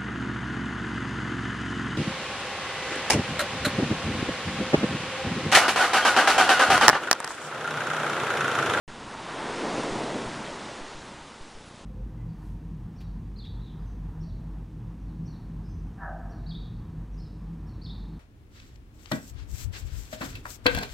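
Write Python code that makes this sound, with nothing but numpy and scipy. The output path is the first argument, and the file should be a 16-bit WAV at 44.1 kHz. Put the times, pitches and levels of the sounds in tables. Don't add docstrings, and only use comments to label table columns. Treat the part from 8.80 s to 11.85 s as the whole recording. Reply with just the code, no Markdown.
import sys
import numpy as np
from scipy import signal
from scipy.fft import rfft, irfft, next_fast_len
from scipy.io import wavfile
from scipy.ndimage import uniform_filter1d, map_coordinates

SR = 44100
rng = np.random.default_rng(int(sys.argv[2]) if len(sys.argv) > 2 else 0)


def bounce(signal):
    frames = np.transpose(np.atleast_2d(signal))
    limited = np.clip(frames, -1, 1)
    pcm = np.round(limited * 32767).astype(np.int16)
    wavfile.write(sys.argv[1], SR, pcm)


N = 134505

# f/Hz, relative level/dB
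RUMBLE_SPECTRUM = [(25, -18), (48, -13), (66, 1.5), (80, -4.5), (130, -9), (170, -9.5), (230, -7.5),
                   (500, -32)]
HISS_SPECTRUM = [(500, -1), (3000, -6), (9500, 4)]
RUMBLE_DB, HISS_DB = -58, -61

# t/s, signed height before rise and decay (full scale = 1)
THUMP_STEPS = [(.078, 0.011), (.268, 0.0012), (1.109, 0.015), (1.462, -0.014), (1.72, -0.0066),
               (2.011, .016), (2.149, -0.015), (2.415, -.004), (2.609, 0.017), (2.75, -.014),
               (3.017, -0.0028)]
# start t/s, pulse level before filtering/dB
FLUTTER_RUNS = [(.078, -41.5), (1.51, -46), (2.211, -42), (2.81, -41)]
THUMP_RISE_S, THUMP_FALL_S = 0.0019, 0.028
PULSE_RATE_HZ, PULSE_S, FLUTTER_S = 30, 0.0027, 0.208

# t/s, level/dB
FOAM_LEVEL = [(.08, -53.5), (.4, -49.5), (.7, -45.5), (1.0, -41.5), (1.3, -44.5), (1.6, -46.5), (1.95, -48),
              (2.4, -52), (2.7, -54.5), (3.05, -56.5)]
ROLL_LEVEL = [(.08, -51), (.3, -48.5), (.65, -45), (.9, -43), (1.15, -39), (1.45, -39), (1.7, -45.5),
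              (1.95, -50), (2.2, -52), (2.6, -56), (3.05, -57.5)]
SPILL_LEVEL = [(.08, -46.5), (.3, -42.5), (.44, -40.5), (.52, -38), (.66, -35.5), (1.05, -36.5),
               (1.4, -38.5), (1.7, -41), (2.0, -44), (2.4, -48.5), (2.7, -52.5), (3.05, -54)]
TUMBLE_LEVEL = [(.08, -52), (.45, -48), (.65, -39), (.77, -37), (.84, -31), (1.06, -32.5), (1.2, -33.5),
                (1.42, -34.5), (1.52, -42), (1.9, -44.5), (2.2, -50), (2.6, -55), (3.05, -53.5)]
# f/Hz, relative level/dB
FOAM_SPECTRUM = [(300, -26), (1200, -9), (2700, 0), (4000, -0.5), (5200, -3), (7000, -6), (10000, -13.5)]
ROLL_SPECTRUM = [(30, -36), (60, -15.5), (85, -13), (115, -4.5), (170, -1.5), (212, 0.5), (250, -3.5),
                 (400, -15), (1000, -34)]
SPILL_SPECTRUM = [(60, -39), (300, -8.5), (600, -10.5), (780, -4.5), (880, -1.5), (990, -2.5), (1150, -5),
                  (1450, -6), (1700, -9), (2000, -9), (2350, -13.5), (3600, -17), (5000, -29.5),
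                  (10000, -34)]
TUMBLE_SPECTRUM = [(60, -44.5), (115, -16.5), (175, -13.5), (215, -4.5), (248, -4), (287, 0.5), (370, -.5),
                   (490, -2.5), (680, -5.5), (1000, -15), (2000, -33), (8000, -52)]

GRIT_PER_S, GRIT_DB, GRIT_HZ, GRIT_CYCLES = 810, -8, 4200, 2.2
BUBBLES_PER_S, BUBBLE_DB, BUBBLE_HZ, BUBBLE_CYCLES = 500, -6, 991, 10.2

START_S, TOP_HZ = 0.078, 10100


def amp(db):
    return 10 ** (np.asarray(db) / 20)


def unit(x):
    return x / np.sqrt(np.mean(x ** 2) + 1e-20)


def curve(rows):
    return np.interp(np.arange(N) / SR, *np.transpose(rows))


def wobble(rate_hz):
    knots = rng.standard_normal(int(N * rate_hz / SR) + 4)
    return map_coordinates(knots, [np.arange(N) * rate_hz / SR])


def filtered(x, response):
    m = next_fast_len(N + SR // 2)
    hz = np.fft.rfftfreq(m, 1 / SR)
    return irfft(rfft(x, m) * response(hz), m)[..., :N]


def patchy_noise(spectrum, patchy_db):
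    z = signal.stft(rng.standard_normal(N), nperseg=512)[2]
    field = uniform_filter1d(rng.standard_normal(z.shape), size=5, axis=0)
    field = uniform_filter1d(field, size=10, axis=1)
    noise = signal.istft(z * amp(patchy_db * unit(field)), nperseg=512)[1][:N]
    hz, db = np.transpose(spectrum)
    return unit(filtered(noise, lambda f: amp(np.interp(np.log(f + 1), np.log(hz), db))))


def grains(per_s, centre_hz, spread, cycles, size_db, rise):
    count = int(per_s * N / SR)
    when, size = rng.random((count, 2)).T
    hz = np.clip(centre_hz * np.exp(spread * rng.standard_normal(count)), 150, TOP_HZ)
    k = np.arange(SR // 40)
    age = hz[:, None] * k / SR / cycles
    phase = 2 * np.pi * cycles * age * (1 + rise * age / 2)
    rings = np.sin(phase) * np.exp(-np.log(100) * age)
    gain_db = -size_db * np.log(np.maximum(size, 1 / count))
    rings *= amp(gain_db)[:, None]
    where = (when * N).astype(int)[:, None] + k
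    return unit(np.bincount(where.ravel(), rings.ravel(), N)[:N])


def background():
    rumble = amp(RUMBLE_DB) * patchy_noise(RUMBLE_SPECTRUM, patchy_db=0.5)
    hiss = amp(HISS_DB) * patchy_noise(HISS_SPECTRUM, patchy_db=-4.5)
    return rumble + hiss


def thumps():
    t, out = np.arange(N) / SR, np.zeros(N)
    for start_s, height in THUMP_STEPS:
        age_s = np.maximum(t - start_s, 0)
        out += height * (1 - np.exp(-age_s / THUMP_RISE_S)) * np.exp(-age_s / THUMP_FALL_S)
    return out


def flutter():
    def leakage(f):
        corner_hz = 1 / (2 * np.pi * THUMP_FALL_S)
        high_pass = 1j * f / (1j * f + corner_hz)
        return high_pass / (1 + 1j * f / 700)

    t, out = np.arange(N) / SR, np.zeros(N)
    for start_s, db in FLUTTER_RUNS:
        pulse_on = (t - start_s) % (1 / PULSE_RATE_HZ) < PULSE_S
        run_on = (t > start_s) * (t < start_s + FLUTTER_S)
        out += amp(db) * filtered(pulse_on * run_on, leakage)
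    return out


def foam():
    level_db = curve(FOAM_LEVEL) + 0.29 * wobble(24.97)
    ticks = grains(GRIT_PER_S, GRIT_HZ, spread=0.32, cycles=GRIT_CYCLES, size_db=2.0, rise=0)
    return amp(level_db) * (patchy_noise(FOAM_SPECTRUM, patchy_db=1) + amp(GRIT_DB) * ticks)


def roll():
    level_db = curve(ROLL_LEVEL) + 0.4 * wobble(13)
    return amp(level_db) * patchy_noise(ROLL_SPECTRUM, patchy_db=0.74)


def spill():
    level_db = curve(SPILL_LEVEL) + 0.35 * wobble(18)
    bubbles = grains(BUBBLES_PER_S, BUBBLE_HZ, spread=0.429, cycles=BUBBLE_CYCLES, size_db=1.5, rise=0.11)
    return amp(level_db) * (patchy_noise(SPILL_SPECTRUM, patchy_db=0.4) + amp(BUBBLE_DB) * bubbles)


def tumble():
    level_db = curve(TUMBLE_LEVEL) + 0.53 * wobble(21)
    return amp(level_db) * patchy_noise(TUMBLE_SPECTRUM, patchy_db=0.17)


def scene():
    leakage = thumps() + flutter()
    wave = foam() + roll() + spill() + tumble()
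    return np.tile(background() + leakage + wave, (2, 1))


def record(dry):
    started = np.arange(N) / SR > START_S
    return filtered(dry * started, lambda hz: hz < TOP_HZ)


dry = scene()
out = record(dry)
bounce(out)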